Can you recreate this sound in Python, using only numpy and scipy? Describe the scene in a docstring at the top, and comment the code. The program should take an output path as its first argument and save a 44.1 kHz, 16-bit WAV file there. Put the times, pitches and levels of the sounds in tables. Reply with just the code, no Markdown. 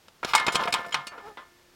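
"""Over quiet open air comes a faint tick, then the hollow double knock of a clay target thrower's latch letting go.
The steel arm swishes round and slams past its stop, then swings to and fro, knocking and rattling.
Frame and spring ring on, a loose part clinks, the pivot groans, and a last soft knock brings the arm to rest.
Shaped noise makes the crashes, rattle, swish and air; decaying tones make the ringing metal;
an uneven, slipping tone makes the groan."""
import sys
import numpy as np
from scipy import signal
from scipy.io import wavfile
from scipy.ndimage import uniform_filter1d

SR = 44100
rng = np.random.default_rng(int(sys.argv[2]) if len(sys.argv) > 2 else 0)


def wrap_up_sound(samples):
    """Save the sound to the file named by the first command line argument, as 16-bit audio."""
    columns = np.atleast_2d(samples).T
    # keep every value between -1 and 1, then stretch to whole-number steps
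    tamed = np.clip(columns, -1, 1)
    steps = np.round(tamed * 32767).astype(np.int16)
    wavfile.write(sys.argv[1], SR, steps)


N = 77175
T = np.arange(N) / SR  # time of every sample [s]
BAND_HZ = 25 * 2 ** (np.arange(29) / 3)  # centres of the third-octave bands
# In every table, t60 is the time a ring takes to fade by 60 dB.

# Steel hitting steel; bass and middle add to the contact colour: (time [s], contact length [s],
# bass [dB], middle [dB], treble slope [dB per octave, first octave], ring of the frame [dB])
KNOCKS = [(0.082, 0.0031, -37.5, -44, -1.5, -79), (0.2299, 0.0067, -29.5, -21.5, -8.5, -43),
          (0.2467, 0.0029, -22, -20.5, -1, -41), (0.3346, 0.0058, -59, -12.5, -4.5, -27.5),
          (0.347, 0.0054, -48, -8, -12, -68), (0.3499, 0.0085, -51, -24.5, 1.5, -38),
          (0.379, 0.012, -72, -22.5, -3.5, -39.5), (0.3981, 0.0032, -54, -27, -1, -31.5),
          (0.466, 0.004, -47, -22.5, 0, -31), (0.4813, 0.0059, -20, -9.5, -8, -67),
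          (0.521, 0.02, -36, -41.5, 1.5, -42), (0.547, 0.011, -38, -36, 0.5, -32),
          (0.5542, 0.0043, -19, -22, 0, -33.5), (0.594, 0.042, -34, -19, -24, -34),
          (0.6346, 0.01, -48, -27, -4, -43), (0.6738, 0.008, -31, -15, -9, -44),
          (0.725, 0.0073, -69, -24.5, 0, -70), (0.7387, 0.0036, -30, -17, -0.25, -29),
          (0.845, 0.012, -45, -31.5, -8.5, -55), (0.9223, 0.012, -66, -31, -3, -50),
          (0.943, 0.004, -33.5, -14, -2.5, -32), (1.0684, 0.0081, -37.5, -39.5, 1, -52.5),
          (1.118, 0.084, -46, -38, -17, -55.5), (1.178, 0.014, -37.5, -38, -13.5, -52.5),
          (1.372, 0.032, -46, -38.5, -15.5, -47)]
BASS_HZ, MIDDLE_HZ, TREBLE_FROM_HZ = 372, 1140, 1087
TREBLE_CURVE = 1.51  # the slope grows ever steeper after the first octave
ATTACK_S, CONTACT_SHAPE = 0.00062, 0.95  # time constant of the rise; exponent of the fall
# Shared tone colour of the contacts: (frequency [Hz], relative level [dB per third octave])
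CONTACT_COLOUR = [(110, -46), (310, -8.5), (600, -10.5), (900, -9.5), (3600, 1.5), (6300, -6), (8200, -4),
                  (10000, -14.5), (15000, -22.5)]
# Colour of the dense ring after a contact: (frequency [Hz], relative level [dB per third octave])
SHIMMER_COLOUR = [(60, -34), (550, -14), (1000, -4), (2400, -11), (3200, -6.5), (8000, -29), (13000, -36)]
# How long that ring lasts: (frequency [Hz], t60 [s])
SHIMMER_T60 = [(150, 0.35), (1000, 0.3), (12000, 0.19)]
WASH_DB, PARTIALS_DB = -4, -7  # shares of the shimmer made from noise and from single tones
PARTIAL_HZ = np.geomspace(750, 11000, 110)  # even spacing, before the random shifts

# Ringing tones of arm and frame: (frequency [Hz], relative level [dB], t60 [s])
FRAME_MODES = [(440.5, -8.5, 0.12), (698, -13.5, 0.88), (895, -2, 0.2), (1044, 0, 0.35), (1233, -1, 0.33),
               (1397, -7, 0.53), (1585, -16, 0.43)]
# The latch's hollow double knock: (time [s], level [dB])
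LATCH_BLOWS = [(.2325, -27), (.248, -21.5)]
# Ringing tones of the latch: (frequency [Hz], relative level [dB])
LATCH_MODES = [(270, -8.5), (380, -2), (694, 2)]
# The main blow on the stop: (time [s], level [dB])
STOP_BLOWS = [(.35, -9.5)]
# Ringing tones of the stop: (frequency [Hz], relative level [dB])
STOP_MODES = [(885, -1), (965, -5), (1165, -5)]
# A bolted joint snaps across its play: (time [s], level [dB])
JOINT_BLOWS = [(.482, -28.5), (.556, -25.5), (.9265, -29)]
# Ringing tones of the joint: (frequency [Hz], relative level [dB])
JOINT_MODES = [(2950, -8), (3180, 0.5), (7009, -6.5)]
# Clinks of a loose part: (time [s], level [dB])
CLINKS = [(1.0705, -40)]
# Ringing tones of the loose part: (frequency [Hz], relative level [dB])
LOOSE_MODES = [(2433, -3), (2799, -1.5), (4479, 0), (6363, -10)]
# The arm settles on its rest: (time [s], level [dB])
REST_BLOWS = [(1.373, -44)]
# Ringing tones of the rest: (frequency [Hz], relative level [dB])
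REST_MODES = [(1050, 6.5), (1997, 1.5), (3467, -4), (3693, -10)]
LATCH_T60_S, STOP_T60_S, JOINT_T60_S, LOOSE_T60_S, REST_T60_S = 0.014, 0.068, 0.083, 0.13, 0.13
BODY_T60_S, BODY_DB = 0.031, -4  # ring of the steel channel, against the direct sound
FRAME_EDGE_HZ, PARTS_EDGE_HZ = 200, 700  # little bass gets out below these

# The spring: (resting pitch [Hz], level from the jolt [dB],
# level against each knock's frame ring [dB], t60 after a knock [s])
SPRING_MODES = [(1763, -33, -14.5, 1.5), (2142, -25, -11.5, 0.7)]
JOLT_S, JOLT_T60_S, SPRING_FLUTTER_DB = 0.364, 0.43, 3
SPRING_SWAY, SWINGS_PER_S, SWAY_T60_S = 0.02, 5.3, 1.9  # sway as a share of the pitch

# The arm sweeping round: (frequency [Hz], level [dB per third octave])
SWISH_COLOUR = [(200, -64.5), (950, -44.5), (4800, -45), (8000, -56.5)]
SWISH_S, SWISH_WIDTH_S = 0.2975, 0.022
# Loose joints chattering: (frequency [Hz], level [dB per third octave])
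RATTLE_COLOUR = [(50, -81.5), (380, -45), (3200, -54.5), (11000, -65)]
RATTLE_S, RATTLE_WIDTH_S, RATTLE_T60_S = 0.62, 0.19, 0.03
RATTLE_PER_S, RATTLE_SPREAD_DB = 160, 4  # average touches per second; how their strength varies
GRIT_DB, GRIT_FROM_HZ = 4, 2200

# Quick slips of the pivot, before jitter: (time [s], rate [slips per s])
GROAN_RATE = [(1.245, 402), (1.28, 445), (1.32, 415)]
# Tones at 1, 2, 3... times the slip rate: (level [dB])
GROAN_OVERTONES_DB = [-45.5, -44.5, -47.5, -57]
GROAN_S, GROAN_WIDTH_S, GROAN_JITTER = 1.2785, 0.033, 0.0177  # jitter as a share of the rate
GROAN_RASP_DB = -21  # against the sweep of the arm
# Single tones as the frame rocks and settles: (time [s], width [s], frequency [Hz], level [dB])
SINGING = [(.595, 0.024, 152.1, -43.5), (0.683, .017, 707, -29.5), (0.878, 0.026, 688, -43),
           (0.986, 0.031, 144.2, -48.5), (1.6, 0.24, 353.7, -63.5)]

# Outdoor background: (frequency [Hz], level [dB per third octave])
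AIR_COLOUR = [(25, -83), (400, -73.5), (5000, -71), (10000, -76.5)]
# Stereo width of all noise: (frequency [Hz], side against mid level [dB])
STEREO_WIDTH = [(30, -8.5), (2000, -102), (13000, -2.5)]
CUTOFF_HZ = 16000


def from_db(db):
    """Turn decibels into gain."""
    return 10 ** (np.asarray(db) / 20)


def fade(age, t60):
    """Gain of a ring after some time."""
    return from_db(-60 * age / t60)


def onset(age):
    """The quick rise of a contact."""
    return 1 - np.exp(-age / ATTACK_S)


def swell(s, width):
    """A smooth rise and fall around one moment."""
    return np.exp(-((T - s) / width) ** 2 / 2)


def wander(size):
    """Smooth random drift of spread 1, averaged over that many samples."""
    drift = uniform_filter1d(rng.standard_normal(N), size=size)
    return drift / drift.std()


def at_bands(points):
    """Read a table of (frequency, value) at every band centre, as a column."""
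    hz, value = np.transpose(points)
    return np.interp(np.log(BAND_HZ), np.log(hz), value)[:, None]


def noise_bands():
    """Third-octave noise in stereo: channels x bands x samples, each mid band at rms 1."""
    # the extra tenth of a second lets the filters settle
    white = rng.standard_normal((2, 2, N + SR // 10))
    edge = 2 ** (1 / 6)
    bands = []
    for k, hz in enumerate(BAND_HZ):
        sos = signal.butter(2, [hz / edge, hz * edge], "band", fs=SR, output="sos")
        band = signal.sosfilt(sos, white[k % 2])[:, -N:]
        bands.append(band / band.std(axis=1, keepdims=True))
    mid, side = np.swapaxes(bands, 0, 1)
    side = side * from_db(at_bands(STEREO_WIDTH))
    return np.array([mid + side, mid - side])


def ring_power(kicks, t60):
    """Let the power of each kick die away."""
    return signal.lfilter([1], [1, -fade(1 / SR, t60) ** 2], kicks)


def knocks():
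    """Power per band of the knocks: a short crash of contact, then the steel's dense ring dying away."""
    power, kicks = np.zeros((len(BAND_HZ), N)), np.zeros(N)
    octaves_up = np.maximum(np.log2(BAND_HZ / TREBLE_FROM_HZ), 0)[:, None]
    age = T[:SR // 10]
    for s, length, bass_db, middle_db, slope, ring_db in KNOCKS:
        start = int(s * SR)
        shape = onset(age) * np.exp(-(age / length) ** CONTACT_SHAPE)
        balance = at_bands([(BASS_HZ, bass_db), (MIDDLE_HZ, middle_db)])
        treble = slope * octaves_up ** TREBLE_CURVE
        colour = at_bands(CONTACT_COLOUR) + balance + treble
        power[:, start:start + len(age)] += (from_db(colour) * shape) ** 2
        kicks[start] += from_db(ring_db) ** 2
    tails = np.array([ring_power(kicks, t60) for t60 in at_bands(SHIMMER_T60).ravel()])
    return power + from_db(at_bands(SHIMMER_COLOUR) + WASH_DB) ** 2 * tails


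def strike(blows, modes):
    """Each blow sets every tone ringing from zero, pushed in a random direction, and it dies away."""
    s, db = np.transpose(blows)
    out = np.zeros(N)
    signs = rng.choice([-1, 1], (len(s), len(modes)))
    for (hz, mode_db, t60), sign in zip(modes, signs.T):
        kicks = np.full(N, 1e-18, complex)  # not quite zero, to keep the filter fast
        kicks[(s * SR).astype(int)] = from_db(db + mode_db) * sign
        # a spinning complex number that shrinks: its imaginary part is a fading sine
        turn = fade(1 / SR, t60) * np.exp(2j * np.pi * hz / SR)
        out += signal.lfilter([1], [1, -turn], kicks).imag
    return out


def partials():
    """The steel's many weak overtones, unevenly spaced: (frequency [Hz], relative level [dB], t60 [s])."""
    hz = PARTIAL_HZ + np.gradient(PARTIAL_HZ) * (rng.random(len(PARTIAL_HZ)) - .5)
    db = np.interp(hz, BAND_HZ, at_bands(SHIMMER_COLOUR).ravel())
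    t60 = np.interp(hz, BAND_HZ, at_bands(SHIMMER_T60).ravel())
    return list(zip(hz, db + PARTIALS_DB, t60))


def frame():
    """Every knock sets the tones and overtones of arm and frame ringing."""
    blows = [(row[0], row[-1]) for row in KNOCKS]
    return strike(blows, FRAME_MODES + partials())


def part(blows, modes, t60):
    """A small part whose tones all die away alike."""
    return strike(blows, [(hz, db, t60) for hz, db in modes])


def latch():
    """The latch lets go: low, very short tones give a hollow double knock."""
    return part(LATCH_BLOWS, LATCH_MODES, LATCH_T60_S)


def small_parts():
    """Stop, bolted joint, loose part and rest each ring at their own tones when hit."""
    stop = part(STOP_BLOWS, STOP_MODES, STOP_T60_S)
    joint = part(JOINT_BLOWS, JOINT_MODES, JOINT_T60_S)
    loose = part(CLINKS, LOOSE_MODES, LOOSE_T60_S)
    rest = part(REST_BLOWS, REST_MODES, REST_T60_S)
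    return stop + joint + loose + rest


def through_body(x):
    """Contacts reach the air partly through the steel channel's short, uneven ring; power is kept."""
    age = T[:SR // 20]
    ring = rng.standard_normal(len(age)) * fade(age, BODY_T60_S)
    response = from_db(BODY_DB) * ring / np.linalg.norm(ring)
    response[0] += 1  # the direct sound
    response = response / np.linalg.norm(response)
    return signal.fftconvolve(x, response[None], axes=1)[:, :N]


def radiate(x, edge_hz):
    """Narrow steel parts radiate almost no bass."""
    return signal.sosfilt(signal.butter(3, edge_hz, "high", fs=SR, output="sos"), x)


def spring():
    """Jolted once and topped up by knocks; its pitch sways as the swinging arm stretches it."""
    age = np.maximum(T - JOLT_S, 0)
    swing = np.cos(2 * np.pi * SWINGS_PER_S * age) * fade(age, SWAY_T60_S)
    stretch = 1 + SPRING_SWAY * swing
    turns = 2 * np.pi * np.cumsum(stretch) / SR
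    out = 0
    for hz, jolt_db, knock_db, t60 in SPRING_MODES:
        energy = 0
        for s, *_, ring_db in KNOCKS:
            ring = from_db(ring_db + knock_db) * fade(np.abs(T - s), t60)
            energy = energy + (T > s) * ring ** 2
        level = from_db(jolt_db) * fade(age, JOLT_T60_S) + np.sqrt(energy)
        flutter = from_db(SPRING_FLUTTER_DB * np.clip(wander(size=900), -2, 2))
        out = out + level * flutter * np.sin(hz * turns)
    return onset(age) * out  # silent until the jolt


def rattle():
    """Power per band of many small random contacts in the joints, once the arm has hit the stop."""
    strength = from_db(RATTLE_SPREAD_DB * np.clip(rng.standard_normal(N), -2, 2))
    touches = (rng.random(N) < RATTLE_PER_S / SR) * strength ** 2
    power = ring_power(touches, RATTLE_T60_S)
    moving = swell(RATTLE_S, RATTLE_WIDTH_S) * (T > STOP_BLOWS[0][0])
    return (from_db(at_bands(RATTLE_COLOUR)) * moving) ** 2 * power / power.mean()


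def friction():
    """Power per band of steel rubbing on steel: the sweeping arm, and faintly the groaning pivot."""
    sweep = swell(SWISH_S, SWISH_WIDTH_S)
    rasp = from_db(GROAN_RASP_DB) * swell(GROAN_S, GROAN_WIDTH_S)
    return (from_db(at_bands(SWISH_COLOUR)) * (sweep + rasp)) ** 2


def grit():
    """Rough steel touches in tiny uneven catches: a treble gain that keeps the mean power."""
    gain = from_db(GRIT_DB * np.clip(wander(size=30), -2, 2))
    return np.where(BAND_HZ[:, None] > GRIT_FROM_HZ, gain / np.sqrt(np.mean(gain ** 2)), 1)


def clatter():
    """Knocks, rattle and friction add their power and shape one noise, made gritty in the treble."""
    power = knocks() + rattle() + friction()
    return (noise_bands() * np.sqrt(power) * grit()).sum(axis=1)


def groan():
    """The pivot sticks and slips unevenly, at a rate that rises and sags as the arm slows."""
    rate = np.interp(T, *np.transpose(GROAN_RATE)) * (1 + GROAN_JITTER * wander(size=200))
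    phase = 2 * np.pi * np.cumsum(rate) / SR
    voice = 0
    for number, db in enumerate(GROAN_OVERTONES_DB, start=1):
        unevenness = 1 + .5 * wander(size=100)
        voice = voice + from_db(db) * unevenness * np.sin(number * phase)
    return swell(GROAN_S, GROAN_WIDTH_S) * voice


def singing():
    """Single resonances of the steel that swell and fade as the frame rocks and settles."""
    return sum(from_db(db) * swell(s, width) * np.sin(2 * np.pi * hz * T) for s, width, hz, db in SINGING)


def open_air():
    """A quiet, steady outdoor background of shaped noise."""
    return (noise_bands() * from_db(at_bands(AIR_COLOUR))).sum(axis=1)


def scene():
    """The thrower straight ahead, over quiet open air."""
    ringing = radiate(frame() + latch(), FRAME_EDGE_HZ) + radiate(small_parts(), PARTS_EDGE_HZ)
    steel = through_body(clatter()) + ringing
    return steel + spring() + groan() + singing() + open_air()


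def record(dry):
    """Cut the very top of the sound steeply."""
    return signal.sosfilt(signal.ellip(10, .1, 80, CUTOFF_HZ, fs=SR, output="sos"), dry)


dry = scene()
out = record(dry)
wrap_up_sound(out)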